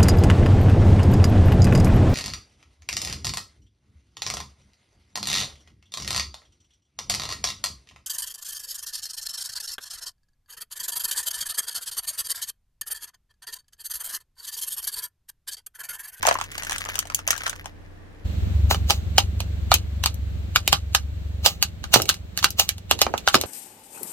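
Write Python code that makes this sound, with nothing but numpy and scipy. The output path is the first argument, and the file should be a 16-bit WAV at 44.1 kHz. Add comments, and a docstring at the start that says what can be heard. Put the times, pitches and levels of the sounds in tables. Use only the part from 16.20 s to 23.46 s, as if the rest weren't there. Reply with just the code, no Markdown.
"""A hard plastic toy crocodile snaps piece by piece under a slowly creeping car, from two seconds on.
Before it, a thin hollow shell crackles under the tyre. Each crack is a noise burst that rings the
piece and its body and echoes between road and underbody. The car idles: a distant hum by the shell in
a paved yard, then exhaust tones, block knock, gas puffs and fan hiss close by. The loudest cracks
duck the gain and overload the microphone."""
import sys
import numpy as np
from scipy import signal
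from scipy.fft import rfft, irfft, next_fast_len
from scipy.io import wavfile
from scipy.ndimage import map_coordinates

SR = 44100
rng = np.random.default_rng(int(sys.argv[2]) if len(sys.argv) > 2 else 0)


def bounce(signal):
    """Save signal as a 16-bit WAV file at the path given by the first command-line argument."""
    frames = np.transpose(np.atleast_2d(signal))
    limited = np.clip(frames, -1, 1)
    pcm = np.round(limited * 32767).astype(np.int16)
    wavfile.write(sys.argv[1], SR, pcm)


N = 320146
TIME = np.arange(N) / SR
NEAR_FROM_S = 2.04  # from the shell to the toy beside the engine

# hard toy's cracks, levels relative: start_s, level_db, brightness_db_per_octave, body_thud_db, pitch_hz,
# left_minus_right_db
TOY_CRACKS = [(2.5102, -26, -7.5, -30.5, 865, 1), (2.5447, -30.5, -4.5, -37, 1220, -1),
              (2.6984, -24.5, -2, -31, 840, -6), (2.705, -17.5, -2, -38, 660, -1),
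              (2.9806, -11.5, -1.8, -30, 845, -1), (3.2031, -31, -1, -48, 730, -4),
              (3.5163, -16, -6, -38, 930, -2.5), (3.54, -16.5, 3.5, -33.5, 823, 2),
              (3.8377, -25.5, -1.1, -50, 1070, -4), (3.8589, -20, -1, -45, 1040, 0.5),
              (3.9426, -54, 9, -54, 670, 1), (4.3591, -15.5, -3, -42, 1390, 2),
              (4.4765, -19, 1, -35, 824, -1), (4.5276, -12, -3, -33.5, 1230, -5.5),
              (4.748, -14.5, -1, -54, 1580, -1.5), (5.2601, -11.5, 0, -39, 664, -10),
              (5.4254, -17.5, 2, -59, 1490, 0.5), (5.6396, -34.5, -3.5, -52, 1430, -2),
              (5.7391, -7, -0.6, -29.5, 850, -14), (5.7587, -21.5, -7, -16, 820, -8),
              (5.7992, -35, -9, -29.5, 780, -3), (5.8188, -28, 4, -47, 660, -1),
              (5.8546, -39, 2.5, -62, 660, -6), (5.8902, -17.5, 0.8, -41, 1260, -3),
              (5.8966, -19.5, -0.3, -39, 1420, 5), (5.9415, -39.5, 2, -67, 1690, -1),
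              (6.1744, -27, 1, -54.5, 1680, -8), (6.1887, -32.5, 1, -67, 1770, -3),
              (6.2271, -31.5, -4, -65, 1100, -8), (6.2426, -14, -2.5, -37, 1420, -4),
              (6.3047, -38.5, 6.5, -65, 620, -3), (6.3963, -15, 1.7, -67, 836, 0),
              (6.49, -22, 2.5, -61, 1750, -6), (6.5808, -45, 0.5, -62, 990, -1.5),
              (6.7109, -15, -1.5, -24, 964, -4.5), (6.7897, -31.5, -1, -63, 1840, -6),
              (6.8156, -12, -0.5, -27.5, 750, -4), (6.8654, -33, -10.5, -24.5, 870, -4.5),
              (6.9384, -37, -14.5, -28.5, 830, -6), (6.9777, -32, 0, -60, 800, -7),
              (7.075, -18.5, -6, -68, 1410, 0), (7.0845, -22.5, -1, -54, 1250, 2),
              (7.143, -15, -6, -23.5, 705, -3), (7.152, -16.5, -2.5, -20.5, 725, 0),
              (7.212, -27.5, 3, -42, 1250, 1), (7.236, -36.5, -7, -30.5, 730, -7)]
# toy body resonances: centre_hz, width_hz, level_db
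TOY_MODES = [(242, 14, -3), (380, 80, 2), (808, 23, 10.5), (1235, 200, 6.9), (2916, 290, 12),
             (4000, 1100, 9), (6300, 930, 6), (12200, 1600, 8)]
# fine crackle of the loaded shell, relative: time_s, level_db
SHELL_LOAD = [(0, -35), (.22, -42), (.31, -47.5), (.52, -38.5), (.68, -41), (.83, -46.5), (1.03, -52.5),
              (1.11, -30), (1.19, -44), (1.28, -36.5), (1.36, -49.5), (1.7, -72)]
# borders of the thud, knock, snap, sizzle and air ranges: border_hz
RANGES_HZ = [180, 550, 1900, 5500, 9500, 16000]


def from_db(db):
    """Decibels to gain."""
    return 10 ** (np.asarray(db) / 20)


def rms_one(x):
    """Scale to rms 1."""
    return x / np.sqrt(np.mean(x ** 2) + 1e-20)


def in_time(rows):
    """Each column of a curve at every sample."""
    s, *columns = np.transpose(rows)
    return [np.interp(TIME, s, column) for column in columns]


def at_hz(points, hz):
    """Read a table on a log-frequency axis."""
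    f, value = np.transpose(points)
    return np.interp(np.log(hz + 1e-3), np.log(f), value)


def add(out, x, s):
    """Mix a sound in at a time."""
    i = max(round(s * SR), 0)
    out[..., i:i + x.shape[-1]] += x[..., :N - i]


def band(low_hz, high_hz):
    """A band-pass filter."""
    return signal.butter(3, [low_hz, high_hz], "band", fs=SR, output="sos")


def resonance(x, hz, width_hz):
    """A two-pole resonance with gain 1 on top."""
    r = np.exp(-np.pi * width_hz / SR)
    zeros = np.array([1, 0, -1]) * (1 - r * r) / 2
    poles = [1, -2 * r * np.cos(2 * np.pi * hz / SR), r * r]
    return signal.lfilter(zeros, poles, x + 1e-18)


def ringing(x, modes):
    """An excitation together with the resonances that it rings."""
    return x + sum(from_db(db) * resonance(x, hz, width_hz) for hz, width_hz, db in modes)


def drift(steps_per_s):
    """Slow random wandering, smooth between normal draws of spread 1."""
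    steps = rng.standard_normal(2000)
    return map_coordinates(steps, [TIME * steps_per_s], order=3, mode="wrap")


def coloured(x, colour):
    """Give a signal a spectrum; rms 1."""
    size = next_fast_len(N)
    hz = np.arange(size // 2 + 1) * SR / size
    shaped = irfft(rfft(x, size) * from_db(at_hz(colour, hz)), size)
    return rms_one(shaped[..., :N])


def stereo_noise(colour, side_db):
    """Steady noise with some width."""
    mid, side = rng.standard_normal((2, N))
    return coloured(mid + from_db(side_db) * side * [[1], [-1]], colour)


def placed(x, pan_db, lag_ms):
    """Positive pan is louder at the left port, positive lag reaches the right port later."""
    i = np.arange(len(x))
    gains = rms_one(from_db([[pan_db / 2], [-pan_db / 2]]))
    half_lag = round(lag_ms * SR / 2000)
    left = np.interp(i + half_lag - 12, i, x, 0, 0)  # 12 samples of common delay
    right = np.interp(i - half_lag - 12, i, x, 0, 0)
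    return gains * np.array([left, right])


def range_levels(db, brightness, colour_db):
    """Levels of the knock, snap, sizzle and air ranges: a sharper break tilts them upward."""
    centres_hz = np.sqrt(np.multiply(RANGES_HZ[1:-1], RANGES_HZ[2:]))
    return db + np.array(colour_db) + brightness * np.log2(centres_hz / centres_hz[1])


def shard_modes(count):
    """Each broken piece has a few short-lived modes of its own."""
    low_hz, high_hz, sharpness_q, level_db = 2235, 8520, 58, 11.5
    centres_hz = np.exp(rng.uniform(np.log(low_hz), np.log(high_hz), count))
    return [(hz, hz / sharpness_q, level_db) for hz in centres_hz]


def cracks(table, modes, run_s, ring_db, ring_width_hz, echo_db, lag_ms, lag_spread_ms):
    """A fracture runs for about a millisecond, rings the broken piece and the body, and echoes under the car."""
    # echo under the car, one row per range: t60_s
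    echo_t60_s = [0.33, 0.1, 0.095, 0.079, 0.057]
    # unequal colour of the microphone ports, one row per range: left_minus_right_db
    port_balance_db = [1.5, 2.5, -3, 4, 0.5]
    out, t = np.zeros((2, N)), np.arange(SR // 7) / SR
    filters = [band(low_hz, high_hz) for low_hz, high_hz in zip(RANGES_HZ, RANGES_HZ[1:])]
    for s, *levels_db, pitch_hz, pan_db in table:
        tear, reflections = rng.standard_normal(len(t)), rng.standard_normal((2, len(t)))
        lag = lag_ms + lag_spread_ms * rng.standard_normal()
        piece = [*modes, *shard_modes(count=8), (pitch_hz, ring_width_hz, ring_db)]
        direct = ringing(tear * np.exp(-t / run_s) * (1 - np.exp(-t / 0.000094)), piece)
        # every piece breaks at a new spot, so its reflections are its own
        scatter = ringing(reflections * (1 - np.exp(-t / 0.0011)), piece)
        for sos, db, t60_s, port_db in zip(filters, levels_db, echo_t60_s, port_balance_db):
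            tilt_db = pan_db + port_db
            snap = placed(rms_one(signal.sosfilt(sos, direct)), tilt_db, lag)
            decay_db = -60 * t / t60_s + np.array([[1], [-1]]) * tilt_db / 4
            echo = rms_one(signal.sosfilt(sos, scatter) * from_db(decay_db))
            # a range's level is that of its energy spread over 10 ms
            gain = from_db(db) * np.sqrt(SR / 100 / len(t))
            add(out, gain * (snap + from_db(echo_db) * echo), s)
    return out


def toy_cracks(level_db, echo_db):
    """The hard toy breaks loudly, close under the car floor."""
    # typical toy crack, rows knock, snap, sizzle, air: level_db
    colour_db = [-6.5, 1, -2.5, -7.5]
    table = []
    for s, db, brightness, thud_db, hz, pan_db in TOY_CRACKS:
        table.append((s, thud_db, *range_levels(db, brightness, colour_db), hz, pan_db))
    broken = cracks(table, TOY_MODES, run_s=0.0015, ring_db=11.5, ring_width_hz=264,
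                    echo_db=echo_db, lag_ms=.09, lag_spread_ms=0.092)
    return from_db(level_db) * broken


def grains(per_s, spread_db):
    """Tiny fractures at random moments, most weak and a few strong."""
    sizes = from_db(spread_db * np.minimum(rng.exponential(1, N), 4)) * rng.choice([-1, 1], N)
    return sizes * (rng.random(N) < per_s / SR)


def tears(ticks):
    """Each tick is a tiny tear with a short rattle after it."""
    t = np.arange(SR // 40) / SR
    energy = np.exp(-t / .00015) + .006 * np.exp(-t / .005)
    envelope = np.sqrt(np.abs(signal.fftconvolve(ticks ** 2, energy)[:N]))
    return envelope * rng.standard_normal(N)


def crunches(per_s, lag_ms):
    """Dense noisy crunch around the loudest breaks, with a short rise and a fall."""
    # crunch envelopes: peak_s, level_db, rise_s, fall_s
    peaks = [(2.509, -17.5, 0.0047, 0.022), (2.701, -23, 0.0085, 0.029), (5.256, -15, 0.0065, 0.025),
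             (5.741, -12, 0.0062, 0.023), (6.245, -16, 0.0047, 0.0081), (6.395, -14.5, 0.0062, 0.02),
             (7.145, -17, 0.0047, 0.011)]
    envelope = sum(from_db(db) * np.exp(-np.maximum((s - TIME) / rise_s, (TIME - s) / fall_s))
                   for s, db, rise_s, fall_s in peaks)
    ticks = ringing(grains(per_s, spread_db=3.5), TOY_MODES)
    # hz, level_db
    colour = [(200, -23), (600, 5.0), (1800, -6.5), (3500, 1), (7000, -2.5), (10000, -6), (15000, -6)]
    return placed(envelope * coloured(ticks, colour), -1.2, lag_ms)


def splinters(per_s, level_db, rise_s, fall_s, lag_ms):
    """Plastic splinters scatter around each toy crack and die away."""
    # splinter spectrum: frequency_hz, level_db
    colour = [(250, -36.5), (600, -1.5), (1250, -6), (2000, -1.5), (3000, -1.5), (7000, 0.5),
              (15000, -17.5)]
    envelope, t = np.zeros(N), np.arange(-SR // 10, SR // 4) / SR
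    shape = np.exp(-np.maximum(-t / rise_s, t / fall_s))
    for s, db, *_ in TOY_CRACKS:
        add(envelope, from_db(db + level_db) * shape, s + t[0])
    ticks = ringing(tears(grains(per_s, spread_db=1)), TOY_MODES)
    return placed(envelope * coloured(ticks, colour), -1.3, lag_ms)


def thumps():
    """The tyre drops as a part caves in; its carcass booms briefly as a decaying sine."""
    # tyre landings: start_s, level_db, pitch_hz, t60_s
    landings = [(4.527, -24, 151, 0.14), (5.759, -20, 120.5, 0.27), (7.144, -20.5, 137, 0.11)]
    out, t = np.zeros(N), np.arange(SR // 2) / SR
    for s, db, hz, t60_s in landings:
        add(out, from_db(db - 60 * t / t60_s) * np.sin(2 * np.pi * hz * t), s)
    return out


def small_cracks(count):
    """The shell keeps giving way in lesser cracks, as strong as its load allows; rows as in main_cracks."""
    until_s, over_load_db, spread_db = 1.45, 4, 1.5
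    pitch_hz, pitch_spread_hz = 1460, 450
    tilt_spread_db_per_octave, pan_spread_db = 3.7, 20
    when, size, sharpness, piece, side = rng.uniform(-1, 1, (count, 5)).T
    s = until_s * (np.arange(count) + (1 + when) / 2) / count
    db = np.interp(s, *np.transpose(SHELL_LOAD)) + over_load_db + spread_db * size
    hz = pitch_hz + pitch_spread_hz * piece
    return np.column_stack([s, db, tilt_spread_db_per_octave * sharpness, hz, pan_spread_db * side])


def shell_cracks(level_db, thud_db, echo_db):
    """The light shell has little thud, which follows its knock."""
    # thin shell's main cracks, relative: start_s, level_db, brightness_db_per_octave, pitch_hz,
    # left_minus_right_db
    main_cracks = [(0.0309, -33, -7, 1090, 0), (0.0524, -31.5, -8, 845, 5), (0.0675, -20.5, 2, 1740, -2),
                   (0.0736, -24, -4.5, 655, -6), (0.0838, -25.5, -7, 650, 0), (0.0876, -20.5, -1, 1080, -3),
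                   (0.1107, -24.5, -6.5, 764, 0), (0.126, -30.5, -2, 695, 2), (0.1531, -43, -13, 1070, 2),
                   (0.1865, -33, -3.5, 1040, 2), (0.212, -27, -2, 1110, -1), (0.3795, -33, 0.5, 910, -0.5),
                   (0.422, -37.5, -2, 1860, 19), (0.433, -34, 0.5, 1920, -10),
                   (0.4954, -30.5, -0.5, 1830, -1), (0.5089, -31, 0.5, 1150, -16),
                   (0.5198, -29.5, -0.5, 1820, 8), (0.5816, -33.5, 3, 1540, -7),
                   (0.6585, -41, -6.5, 1190, 8), (0.6876, -33, -1.5, 1060, -2), (0.755, -29, 1, 1550, -0.5),
                   (0.7899, -25, 5, 1230, -1), (0.8535, -42, -2, 726, 2.5), (0.8996, -35, -3, 1360, -3),
                   (0.946, -28.5, 9.5, 740, -3), (0.99, -36, -1.5, 1390, -2), (1.076, -23.5, 3.5, 660, 0),
                   (1.1052, -18, 3, 1870, -3), (1.1074, -26.5, 4, 1720, -8), (1.1522, -38, -4, 1690, 18),
                   (1.1779, -33, 3, 1030, 2), (1.265, -25.5, -3, 1410, 0), (1.295, -30, 4, 1620, -1),
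                   (1.4571, -36, -1.5, 820, 2)]
    # typical shell crack, rows knock, snap, sizzle, air: level_db
    colour_db = [0, -0.5, 0, -9]
    # shell body resonances: centre_hz, width_hz, level_db
    modes = [(648, 24, -1.5), (1440, 1100, -2.5), (3030, 650, 13), (6300, 1100, 12)]
    table = []
    for s, db, brightness, hz, pan_db in [*main_cracks, *small_cracks(count=32)]:
        levels_db = range_levels(db, brightness, colour_db)
        table.append((s, levels_db[0] + thud_db, *levels_db, hz, pan_db))
    broken = cracks(table, modes, run_s=0.0013, ring_db=15, ring_width_hz=200,
                    echo_db=echo_db, lag_ms=.2, lag_spread_ms=0.085)
    return from_db(level_db) * broken


def crackle(level_db, lag_ms):
    """The shell's creases tick in clumps between its larger cracks."""
    # crackle spectrum: frequency_hz, level_db
    colour = [(250, -48), (550, -10), (1100, -7.5), (1800, 6), (2400, 5), (4000, -7), (6700, -10),
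              (9500, -21.5), (12500, -10.5), (16000, -23)]
    load_db, = in_time(SHELL_LOAD)
    ticks = tears(grains(350 * from_db(6 * drift(40)), spread_db=5.5))
    loaded = coloured(ticks, colour) * from_db(load_db + level_db) * (TIME < NEAR_FROM_S)
    return placed(loaded, 1.0, lag_ms)


def near_idle(exhaust_db, block_db, gas_db, fan_db):
    """Exhaust tones beat at the firing rate; the block knocks once a firing; gas puffs and the fan hisses."""
    firings_per_s = 23.3
    # exhaust hum, dips briefly once and later falls away: time_s, level_db
    hum = [(2.06, -27), (2.35, -23), (2.68, -23), (2.73, -50), (2.75, -25), (2.81, -27), (5.25, -31),
           (5.27, -44.5), (5.77, -43.5), (7.26, -43)]
    # exhaust tones: firing_rate_multiple, level_db
    orders = [(1, -27), (2, -8), (3, 5.5), (4, 2), (5, -17), (6, -20)]
    # engine block's steady knock: firing_rate_multiple, level_db
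    knock = [(6, -57.5), (7, -47.5), (8, -49.5), (9, -56), (10, -56), (11, -69.5), (12, -62), (13, -68.5),
             (14, -61)]
    # engine noise over time: time_s, rumble_db, hiss_db
    background = [(2.06, -38, -51.5), (2.26, -35.5, -51), (3.3, -41.5, -54.5), (6.66, -47, -60),
                  (7.26, -48.5, -52)]
    # gas rumble spectrum: frequency_hz, level_db
    rumble_colour = [(20, -33), (32, -23.5), (50, 8), (90, 15), (130, -6.5), (220, -7), (400, -19.5),
                     (700, -47.5), (3000, -82)]
    # fan hiss spectrum: frequency_hz, level_db
    hiss_colour = [(180, -47), (300, -5.5), (600, -6), (900, -15), (1800, -15.5), (4200, -17.5),
                   (5000, -25.5), (8000, -24.5), (9700, -46.5), (11000, -33.5), (12700, -27.5),
                   (16000, -33)]
    hum_db, = in_time(hum)
    rumble_db, hiss_db = in_time(background)
    turn = 2 * np.pi * firings_per_s * TIME + .025 * drift(12)
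    # the silencer delays the tones unequally, which rounds each pulse into a throb
    exhaust = sum(from_db(db + 1.3 * drift(14)) * -np.cos(k * turn + .3 * (k - 3) ** 2 + .3 * drift(6))
                  for k, db in orders)
    block = sum(from_db(db + 2.5 * drift(13)) * np.cos(k * turn + 0.63 * drift(3.3)) for k, db in knock)
    # the knock follows the rumble's level
    labour_db = rumble_db - np.median(rumble_db)
    tones = from_db(hum_db + exhaust_db) * exhaust + from_db(labour_db + block_db) * block
    puffs = from_db(2 * drift(12)) * (1 + 0.51 * np.cos(turn))
    rumble = from_db(rumble_db + gas_db) * puffs * stereo_noise(rumble_colour, side_db=-6)
    hiss = from_db(hiss_db + fan_db) * stereo_noise(hiss_colour, side_db=1.5)
    return placed(np.sqrt(2) * tones, -.2, .1) + rumble + hiss


def far_idle(waver_db, level_db):
    """A faint, slightly unsteady engine hum of sines wandering in level and phase."""
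    # distant idle tones, relative: pitch_hz, level_db
    tones = [(32.3, -51), (91.5, -51), (161.5, -64), (226.1, -69.5), (296.1, -62.5)]
    out = np.zeros(N)
    for hz, db in tones:
        gain = from_db(db + level_db + waver_db * drift(8.8))
        out += gain * np.sqrt(2) * np.sin(2 * np.pi * hz * TIME + 1.28 * drift(5.4))
    return out


def yard_air(level_db):
    """The yard's steady background is wide coloured noise."""
    # yard spectrum: frequency_hz, level_db
    colour = [(12, -42), (20, -20), (39, -18), (58, 0), (93, -7.5), (120, -11.5), (228, -13.5),
              (399, -16.5), (446, -14), (513, -17), (1450, -27), (1780, -21), (2200, -29.5), (16000, -53.5)]
    return from_db(level_db) * stereo_noise(colour, side_db=0.5)


def gain_control(x):
    """A loud crack turns the gain down, and it creeps back up."""
    threshold_db, share_of_excess = -6.5, 0.38
    attack_s, release_db_per_s = 0.041, 9.5
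    peak_db = 20 * np.log10(np.clip(np.abs(x).max(axis=0), 1e-6, 1))
    wanted_cut_db = share_of_excess * np.maximum(peak_db - threshold_db, 0)
    # hold the deepest cut so far, less what has been released since
    recovered_db = release_db_per_s * TIME
    cut_db = np.maximum.accumulate(wanted_cut_db + recovered_db) - recovered_db
    r = np.exp(-1 / (attack_s * SR))
    return x * from_db(-signal.lfilter([1 - r], [1, -r], cut_db))


def scene():
    """The shell in the quiet yard, then the toy beside the engine."""
    near = np.clip((TIME - NEAR_FROM_S) / 0.017, 0, 1)
    toy = toy_cracks(level_db=2.5, echo_db=-5) + crunches(per_s=11000, lag_ms=.12) + thumps()
    debris = splinters(per_s=770, level_db=-9, rise_s=0.0064, fall_s=.022, lag_ms=.1)
    shell = shell_cracks(level_db=-1.04, thud_db=-20, echo_db=-4.5) + crackle(level_db=3.5, lag_ms=.19)
    engine = near_idle(exhaust_db=-6, block_db=-1.0, gas_db=8, fan_db=8.0)
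    yard = far_idle(waver_db=1.5, level_db=1.5) + yard_air(level_db=-47.5)
    return toy + debris + shell + near * engine + (1 - near) * yard


def record(dry):
    """The loudest cracks duck the gain and overload softly; a steep low-pass cuts the top."""
    cutoff_hz = 16100
    ducked = gain_control(dry)
    clipped = ducked / (1 + ducked ** 6) ** (1 / 6)
    return signal.sosfilt(signal.ellip(10, .1, 80, cutoff_hz, fs=SR, output="sos"), clipped)


dry = scene()
out = record(dry)
bounce(out)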